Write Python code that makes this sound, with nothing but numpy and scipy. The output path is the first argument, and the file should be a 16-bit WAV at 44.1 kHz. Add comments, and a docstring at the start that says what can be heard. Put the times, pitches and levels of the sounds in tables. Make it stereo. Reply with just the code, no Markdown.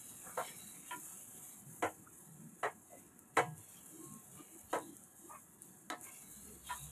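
"""Vegetables and egg in a frying pan

Close sound of a small kitchen: chopped food sizzles, as filtered random clicks, and flares up when stirred.
A wooden spatula knocks, judders and rubs: random contact forces drive decaying modes of the pan and its wall.
Wet food squelches and grinds as coloured clicks; spitting fat makes short decaying snaps.
The pan grumbles on its stand in swelling narrow-band noise, over a steady low rumble."""
import sys
import numpy as np
from scipy import signal
from scipy.fft import rfft, irfft, next_fast_len
from scipy.io import wavfile
from scipy.ndimage import map_coordinates

SR = 44100
rng = np.random.default_rng(int(sys.argv[2]) if len(sys.argv) > 2 else 0)


def wav_record(signal):
    """Record a signal, one row per channel, as 16-bit PCM in the file named by sys.argv[1]."""
    frames = np.transpose(np.atleast_2d(signal))
    bounded = np.clip(frames, -1, 1)
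    # unit amplitude maps onto the largest positive 16-bit level
    quanta = np.round(bounded * 32767).astype(np.int16)
    wavfile.write(sys.argv[1], SR, quanta)


N = 304731
TIME = np.arange(N) / SR


def amp(db):
    """Decibels to gain."""
    return 10 ** (np.asarray(db) / 20)


def unit(x):
    """Scales to rms 1."""
    return x / np.sqrt(np.mean(x ** 2) + 1e-20)


def add(mix, start_s, sound):
    """Mixes a sound in at start_s."""
    part = mix[max(round(start_s * SR), 0):][:len(sound)]
    part += sound[:len(part)]


def colour(x, points):
    """Filters by a spectrum of (f/Hz, level/dB) points; rms 1."""
    hz, db = np.transpose(points)
    size = next_fast_len(N)
    f = np.fft.rfftfreq(size, 1 / SR)
    gain = amp(np.interp(np.log(f + 1), np.log(hz), db))
    return unit(irfft(rfft(x, size) * gain, size)[..., :N])


def band(x, lo_hz, hi_hz, order=3):
    """Causal band-pass."""
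    sos = signal.butter(order, [lo_hz, hi_hz], "band", fs=SR, output="sos")
    return signal.sosfilt(sos, x)


def wander(per_s):
    """Slow chance of rms 1, with about per_s new values a second."""
    values = rng.standard_normal(8192)
    return unit(np.interp(TIME * per_s, np.arange(len(values)), values))


def crackle(per_s, spread_db):
    """Random clicks of rms 1, sizes exponential in dB: above zero a few are large, below zero a few small."""
    size = amp(spread_db * np.minimum(rng.exponential(1, N), 4.5))
    signed = size * rng.choice([-1, 1], N)
    return unit(signed * (rng.random(N) < per_s / SR))


def ring(drive, modes, tilt_db=0):
    """Rings decaying modes (f/Hz, level/dB, t60/s), tilted by tilt_db per octave; rms 1."""
    t = np.arange(SR // 3) / SR
    response = np.zeros(len(t))
    for k, (hz, db, t60) in enumerate(modes):
        decay = amp(db + tilt_db * np.log2(hz / 1000) - 60 * t / t60)
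        response += (-1) ** k * decay * np.sin(2 * np.pi * hz * t)
    return unit(signal.fftconvolve(drive, response)[:len(drive)])


def burst(t, rise_s, hold_s, t60_s):
    """Envelope: rises, holds until hold_s, then dies exponentially."""
    return np.minimum(t / rise_s, 1) * amp(-60 * np.maximum(t - hold_s, 0) / t60_s)


def swell(length_s, hz, width_hz):
    """Uneven slips exciting one resonance, swelling and fading; rms 0.707, as a sine of peak 1."""
    f = np.fft.rfftfreq(SR, 1 / SR)
    # half-power width before the fade: 0.82 width_hz
    resonance = 1 / (1 + (2 * (f - hz) / (0.82 * width_hz)) ** 4) ** .5
    tone = irfft(rfft(rng.standard_normal(SR)) * resonance, SR)[:int(length_s * SR)]
    return unit(tone * np.hanning(len(tone))) * np.sqrt(.5)


def strokes(rows):
    """Plays swells from rows (middle t/s, length/s, f/Hz, width/Hz, level/dB)."""
    out = np.zeros(N)
    for middle_s, length_s, hz, width_hz, db in rows:
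        add(out, middle_s - length_s / 2, amp(db) * swell(length_s, hz, width_hz))
    return out


def mottle(x, depth_db, cell_hz, cell_s):
    """Uneven texture: random patches in time and frequency get louder or softer; keeps the overall level."""
    hz, t, z = signal.stft(x, SR, nperseg=2048, noverlap=1536)
    cells = rng.standard_normal((512, 512))
    grid = np.meshgrid(hz / cell_hz, t / cell_s, indexing="ij")
    field = unit(map_coordinates(cells, grid, order=1, mode="wrap"))
    patched = z * amp(depth_db * np.clip(field, -2, 2))
    y = signal.istft(patched, SR, nperseg=2048, noverlap=1536)[1][:len(x)]
    return unit(y) * np.std(x)


def reflected(x, echo_db, echo_s=0.001807):
    """A hard surface close by throws the sound back, combing it into evenly spaced bands."""
    size = next_fast_len(N + 512)
    f = np.fft.rfftfreq(size, 1 / SR)
    comb = (1 + amp(echo_db) * np.exp(-2j * np.pi * f * echo_s)) / np.hypot(1, amp(echo_db))
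    return irfft(rfft(x, size) * comb, size)[:N]


# pan and stove rumble spectrum: (f/Hz, level/dB per Hz)
STOVE_SPECTRUM = [(20, -24), (45, -23.5), (70, -7.5), (110, -3), (160, 1), (210, 3), (270, -2), (330, -2),
                  (450, -9.5), (900, -31), (3000, -34.5)]


def rumble(rumble_db=-65.5, swell_db=1.3):
    """Pan and stove rumble steadily beneath, swelling a little by chance."""
    low = mottle(colour(rng.standard_normal(N), STOVE_SPECTRUM), depth_db=2.5, cell_hz=58.1, cell_s=0.073)
    return amp(rumble_db + swell_db * wander(11)) * low


# pan grumbles on its stand: (middle t/s, length/s, f/Hz, level/dB)
GRUMBLE_EVENTS = [(.27, 0.0692, 177, -62), (0.652, 0.12, 207, -61), (0.961, 0.12, 332, -57),
                  (1.69, 0.19, 154.3, -57), (1.877, 0.21, 98, -60), (2.36, 0.43, 164, -59),
                  (2.473, 0.28, 223, -59), (3.47, .34, 147, -49.5), (3.58, 0.11, 100, -60),
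                  (3.995, 0.29, 330, -56), (4.1, .28, 149, -61), (4.144, 0.16, 225, -56.5),
                  (4.409, 0.051, 315, -54.5), (4.559, 0.12, 312, -60), (4.661, .073, 84, -64.5),
                  (4.861, .26, 312, -55), (5.254, 0.12, 328, -59), (6.42, .25, 199, -63.5),
                  (6.518, .21, 418, -64.5), (6.683, 1, 68.5, -63.5), (6.86, .16, 141, -54.5)]


def grumbles(width_share=0.19):
    """Pressed by the spatula, the pan shifts on its stand and one low resonance swells."""
    return strokes([(s, length_s, hz, width_share * hz, db) for s, length_s, hz, db in GRUMBLE_EVENTS])


# food turned onto the hot metal: (start t/s, length/s, sizzle level/dB, squelch level/dB)
STIR_EVENTS = [(-.05, .35, -54, -67), (0.308, 0.41, -53, -59), (0.837, 0.17, -55, -65),
               (0.98, .24, -53.5, -72.5), (1.289, 0.19, -54.5, -69), (1.636, 0.2, -58, -84),
               (2.076, .35, -63.5, -84), (2.552, 0.081, -61.5, -83), (2.835, 0.13, -63.5, -81),
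               (3.328, .1, -61, -73), (3.53, 0.16, -61, -76.5), (3.64, 0.25, -58.5, -68.5),
               (3.94, 0.28, -59, -73.5), (4.3, 0.29, -59, -68), (4.66, 0.15, -56.5, -64.5),
               (4.895, 0.16, -65.5, -82), (5.135, 0.22, -61.5, -81), (5.56, 0.16, -61, -78),
               (5.972, 0.32, -56.5, -65.5), (6.256, 0.36, -59, -68), (6.619, .19, -52.5, -58.5)]


def heat(rest_db=-67.3, rise_s=0.062, t60_s=1.51, waver_db=1.1):
    """Strength of the sizzle: a resting level plus the flare of every stir, wavering a little."""
    power = amp(rest_db) ** 2
    for start_s, length_s, db, _ in STIR_EVENTS:
        flare = burst(np.maximum(TIME - start_s, 0), rise_s, length_s, t60_s)
        power = power + (amp(db) * flare) ** 2
    return np.sqrt(power) * amp(waver_db * wander(22))


def push(peak_share=0.36, end_force=0.53, release_s=0.22):
    """Force of the blade on the food: it builds early in each stir, eases and lets go."""
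    power = 0
    for start_s, length_s, _, db in STIR_EVENTS:
        corners_s = [0, peak_share * length_s, length_s, length_s + release_s]
        power = power + (amp(db) * np.interp(TIME - start_s, corners_s, [0, 1, end_force, 0])) ** 2
    return np.sqrt(power)


# bursting steam bubbles spectrum: (f/Hz, level/dB per Hz)
FIZZ_SPECTRUM = [(3000, -50), (5200, -38), (6100, -11.5), (6400, -0.5), (6700, 1), (7500, 2.5), (8600, 2),
                 (9300, -1.5), (10100, 3.5), (11300, -3.5), (12500, 0.5), (13300, -9)]


def fizz(pops_db=-7, flutter_db=1.55):
    """Countless steam bubbles burst in the oil, with sparse louder pops among them."""
    fine = crackle(per_s=13000, spread_db=-4.0) * amp(flutter_db * wander(90))
    pops = np.zeros(N)
    # four pitch bands: large bubbles low, small ones high
    for hz in np.geomspace(7200, 12000, 4):
        pops += band(crackle(per_s=130, spread_db=1.0), hz * 0.97, hz * 1.34, order=1)
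    bubbles = colour(fine + amp(pops_db) * unit(pops), FIZZ_SPECTRUM)
    return mottle(bubbles, depth_db=1, cell_hz=498, cell_s=0.046)


# drops of fat burst: (t/s, snap peak level/dB)
SPIT_EVENTS = [(3.192, -38.5), (3.580, -36), (4.0423, -40), (4.139, -36), (4.787, -34), (4.968, -34.5),
               (5.038, -38), (5.2505, -47), (5.293, -40.5), (5.6205, -32.5), (6.012, -34)]


def spits(snap_hz=9700, echo_db=-25, echo_t60_s=0.13):
    """A sharp decaying snap for each drop, with a faint splash of kitchen echo."""
    out, t = np.zeros(N), np.arange(SR // 10) / SR
    for start_s, db in SPIT_EVENTS:
        pitched = np.sin(2 * np.pi * snap_hz * t) + .5 * rng.standard_normal(len(t))
        snap = band(np.exp(-t / .00025) * pitched, 6200, 13000)
        splash = unit(band(rng.standard_normal(len(t)), 6900, 9400))
        echo = amp(echo_db - 60 * t / echo_t60_s) * splash
        add(out, start_s, amp(db) * (snap / abs(snap).max() + echo))
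    return out


# spectra of wet food under the blade, food bubbling where it lies,
# and food grinding on the pan bottom: (f/Hz, level/dB per Hz)
SQUELCH_SPECTRUM = [(900, -7), (1700, -8), (2400, -1.5), (3300, -3), (3650, -1), (3950, 1.5), (4350, -6.5),
                    (5500, -4), (7000, -15)]
BUBBLING_SPECTRUM = [(500, -4.5), (1300, -5), (2400, 0.5), (3400, 0), (4000, -11.5), (4500, -7), (5600, -7),
                     (7000, -10.5)]
GRIND_SPECTRUM = [(200, -32), (400, -9), (700, 3), (1100, -0.5), (1400, -1), (1650, -1), (2200, -13.5),
                  (3500, -23.5), (6000, -66)]
# pan struck on its bottom: (f/Hz, level/dB, t60/s)
PAN_MODES = [(315, 1.5, 0.28), (369, -4, 0.13), (468, -9.5, 0.29), (525, -4, 0.096), (629, -5, 0.18),
             (724, 0, 0.22), (785, -13.5, 0.34), (880, -13.5, 0.34), (980, 0, 0.21), (1053, 0.5, 0.18),
             (1267, -5, 0.12), (1295, 3.5, 0.11), (1356, 1, 0.047), (1635, 8.5, 0.056), (1652, -11, 0.38),
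             (1869, 5.5, 0.051), (1990, 3.5, 0.075), (2370, -17, .13), (2610, 0.5, 0.16),
             (3000, -0.5, 0.18), (3386, -26, .1), (3923, 18.5, 0.076)]


def stirring(sizzle, bubbling_db=-19, simmer_db=-73, drag_db=-19, metal_db=-4):
    """Food squelches under the push, bubbles with the sizzle and grinds on the ringing pan, more when moved."""
    clumps = crackle(per_s=7000, spread_db=2) * amp(1.5 * wander(45))
    squelch = mottle(colour(clumps, SQUELCH_SPECTRUM), depth_db=6.5, cell_hz=169.3, cell_s=.11)
    squelch = reflected(squelch, echo_db=-11)

    bubbles = colour(crackle(per_s=8000, spread_db=3.0), BUBBLING_SPECTRUM)
    bubbles = mottle(bubbles, depth_db=5.5, cell_hz=151.9, cell_s=0.15)

    grit = colour(crackle(per_s=6000, spread_db=2.0), GRIND_SPECTRUM)
    grind = unit(grit + amp(metal_db) * ring(grit, PAN_MODES))
    grind = mottle(grind, depth_db=2.0, cell_hz=132, cell_s=0.062)
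    grind_gain = np.hypot(amp(simmer_db), amp(drag_db) * sizzle)
    return push() * squelch + amp(bubbling_db) * sizzle * bubbles + grind_gain * grind


# pan wall, damped by the blade: (f/Hz, level/dB, t60/s)
WALL_MODES = [(983.6, 4, 0.13), (1049, -5, 0.15), (1400, -6.5, 0.11), (1790, 2, 0.06), (1930, -8, 0.021),
              (2300, -11.5, 0.045), (2505, -14, 0.062), (3140, -5.5, 0.028)]
# rubs and squeaks of wood on metal: (middle t/s, length/s, f/Hz, width/Hz, level/dB)
RUB_EVENTS = [(.29, 0.18, 1070, 1500, -57.5), (.45, 0.19, 3340, 650, -64), (.49, .13, 2100, 1400, -62),
              (.87, 0.19, 2550, 1000, -64), (2.072, 0.033, 1350, 250, -64.5), (2.945, 0.11, 650, 220, -55),
              (2.96, .17, 2027, 50, -71), (3.79, 0.11, 3050, 400, -71), (4.39, .13, 1050, 900, -69),
              (5.335, 0.14, 1030, 564, -55), (5.345, 0.15, 2130, 900, -69), (6.075, 0.12, 1000, 900, -59.5),
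              (6.07, 0.15, 2300, 884, -64), (6.7, 0.15, 3200, 1200, -62), (6.755, 0.1, 1190, 900, -55.5)]


def rubs(slip_db=2, wall_db=-8):
    """Jerky rubs of the blade, partly heard through the ringing wall."""
    slips = strokes(RUB_EVENTS) * amp(slip_db * wander(130))
    slips = reflected(mottle(slips, depth_db=6.0, cell_hz=122.7, cell_s=.07), echo_db=-12.5)
    return slips + amp(wall_db) * np.std(slips) * ring(slips, WALL_MODES)


def squeak(start_s=3.96, length_s=0.3, from_hz=1085, to_hz=1065, db=-65):
    """The blade slides evenly for a moment and makes one mode of the pan sing."""
    out, count = np.zeros(N), int(length_s * SR)
    pitch_hz = np.linspace(from_hz, to_hz, count) + 5 * wander(42)[:count]
    tone = np.sqrt(2) * np.sin(2 * np.pi * np.cumsum(pitch_hz) / SR)
    add(out, start_s, amp(db) * tone * signal.windows.tukey(count, .7))
    return out


# spatula judders along the wall: (t/s, rise/s, hold/s, level/dB over the first 50 ms,
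#  tilt/dB per octave, force of the first catch, favoured f/Hz)
JUDDER_EVENTS = [(0.906, 0.00289, 0.021, -44.5, 2, 4.3, 2400),
                 (6.682, 0.022, 0.031, -42.5, -1.5, 1.1, 1460)]


def judders(grit_db=-11, release_t60_s=0.12, favour_db=8, favour_width=0.21):
    """The blade catches, then sticks and slips up the wall, which rings; each spot favours some modes."""
    out, t = np.zeros(N), np.arange(SR // 3) / SR
    for start_s, rise_s, hold_s, db, tilt_db, catch, spot_hz in JUDDER_EVENTS:
        modes = []
        for hz, mode_db, t60 in WALL_MODES:
            nearness = np.exp(-(np.log(hz / spot_hz) / favour_width) ** 2)
            modes.append((hz, mode_db + favour_db * nearness, t60))
        slips = rng.standard_normal(len(t)) * burst(t, rise_s, hold_s, release_t60_s)
        first = catch * np.exp(-((t - rise_s) / .00005) ** 2)
        grit = unit(band(slips, 500, 2600, order=4))
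        sound = ring(slips + first, modes, tilt_db) + amp(grit_db) * grit
        add(out, start_s, amp(db) * sound / np.std(sound[:SR // 20]))
    return out


# spatula blows: (t/s, rise/s, hold/s, first tick level/dB re clunk, favoured f/Hz,
#  t60 factor (low when the blade stays pressed), level/dB, extra thud, clack and crack level/dB)
KNOCK_EVENTS = [(0.372, 0.0027, 0.044, -10, 525, 0.77, -40.5, -24, -6, -2),
                (1.823, 0.0036, 0.034, -4.5, 724, 0.78, -38.5, 2.5, 0, -8.5),
                (2.629, 0.0035, 0.039, -10.5, 660, 0.67, -39.5, -12, 2.5, -2),
                (3.368, 0.0034, 0.027, -6, 1345, 1.15, -34, -2, 2.5, 5.5),
                (4.729, 0.0022, 0.042, -5.5, 930, 0.86, -39.5, 0, -4, 1),
                (5.901, 0.001, 0.037, 3, 1310, 1.17, -51, 7.5, 4, 27)]
# colour of a blow: (from f/Hz, to f/Hz, level/dB, shares of extra thud, clack and crack)
BLOW_BANDS = [(99, 280, -20.5, 0.11, 0, 0), (259, 410, -10, 1, 0, 0), (426, 800, 0.5, 0.067, 0, 0),
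              (816, 1463, -1.5, 0.011, 0, 0.17), (1500, 2275, -6.5, 0, 1.15, 0.1),
              (2300, 3270, -17, 0.26, 0.64, 0), (3150, 5250, -23.5, 0.029, 0, 0.74),
              (6220, 12500, -14, 0.44, 0.24, 0.23)]


def knocks(ring_db=0.0, chatter_db=-5, chatter_t60_s=0.0165, bright_t60_s=0.17, favour_db=6, soften=2.6):
    """Wood lands and chatters on the pan; spot and food decide how much it thuds, clacks or cracks."""
    out, t = np.zeros(N), np.arange(SR // 2) / SR
    early, lead = int(.06 * SR), 512  # samples: level window, room for backward filtering
    for start_s, rise_s, hold_s, tick_db, spot_hz, t60_factor, blow_db, *extras_db in KNOCK_EVENTS:
        slips, clatter = rng.standard_normal((2, len(t)))
        # the pressing blade detunes the modes a little, and each spot favours some of them
        modes = []
        for hz, db, t60 in PAN_MODES:
            nearness = np.exp(-(np.log(hz / spot_hz) / 0.053) ** 2)
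            modes.append((hz * rng.normal(1, 0.0026), db + favour_db * nearness, t60 * t60_factor))
        # squaring the envelope halves its t60
        chatter = slips * burst(t, rise_s, hold_s * 0.784, 2 * chatter_t60_s) ** 2
        force = (t == 0) + amp(chatter_db) * chatter / np.linalg.norm(chatter)
        metal = ring(force, modes) * np.minimum(t / (soften * rise_s), 1)

        # hollow clunk of wood and nearby walls; the treble starts to fade first
        hollow = mottle(clatter, depth_db=4, cell_hz=55, cell_s=1)
        dull = band(hollow, 60, 2100) * burst(t, soften * rise_s, hold_s, .125)
        bright = band(clatter, 2500, 8300, order=2)
        bright = bright * burst(t, soften * rise_s, hold_s * 0.6, bright_t60_s)
        tick = unit(band(clatter * np.exp(-abs(t - rise_s) / 0.0023), 1600, 7400, order=1))

        blow = amp(ring_db) * metal + unit(dull + bright) + amp(tick_db) * tick
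        blow = np.pad(blow, (lead, 0))
        for lo_hz, hi_hz, db, *shares in BLOW_BANDS:
            # forward and backward: no delay
            part = band(band(blow, lo_hz, hi_hz)[::-1], lo_hz, hi_hz)[::-1]
            gain = amp(blow_db + db + np.dot(shares, extras_db))
            add(out, start_s - lead / SR, gain * part / np.std(part[lead:lead + early]))
    return out


def scene():
    """The pan sits in the middle; only the sizzle spreads to the sides."""
    sizzle = heat()
    middle = knocks() + judders() + rubs() + squeak() + grumbles()
    middle += stirring(sizzle) + rumble() + spits() + sizzle * fizz()
    side = amp(-4.6) * sizzle * band(fizz(), 5500, 16000, order=4)
    return np.array([middle + side, middle - side])


def record(dry, notch_hz=4820, notch_width_hz=170, notch_db=-18, skirt_hz=5200, skirt_width_hz=700, skirt_db=-4):
    """The microphone has a narrow dip in the treble, with a shallow skirt; then the band limit."""
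    size = next_fast_len(N + 4096)
    f = np.fft.rfftfreq(size, 1 / SR)
    dip_db = notch_db * np.exp(-((f - notch_hz) / notch_width_hz) ** 2)
    dip_db += skirt_db * np.exp(-((f - skirt_hz) / skirt_width_hz) ** 2)
    heard = irfft(rfft(dry, size) * amp(dip_db), size)[:, :N]
    lowpass = signal.firwin(801, 13220, window=("kaiser", 8), fs=SR)
    return signal.oaconvolve(heard, lowpass[None], "same")


dry = scene()
out = record(dry)
wav_record(out)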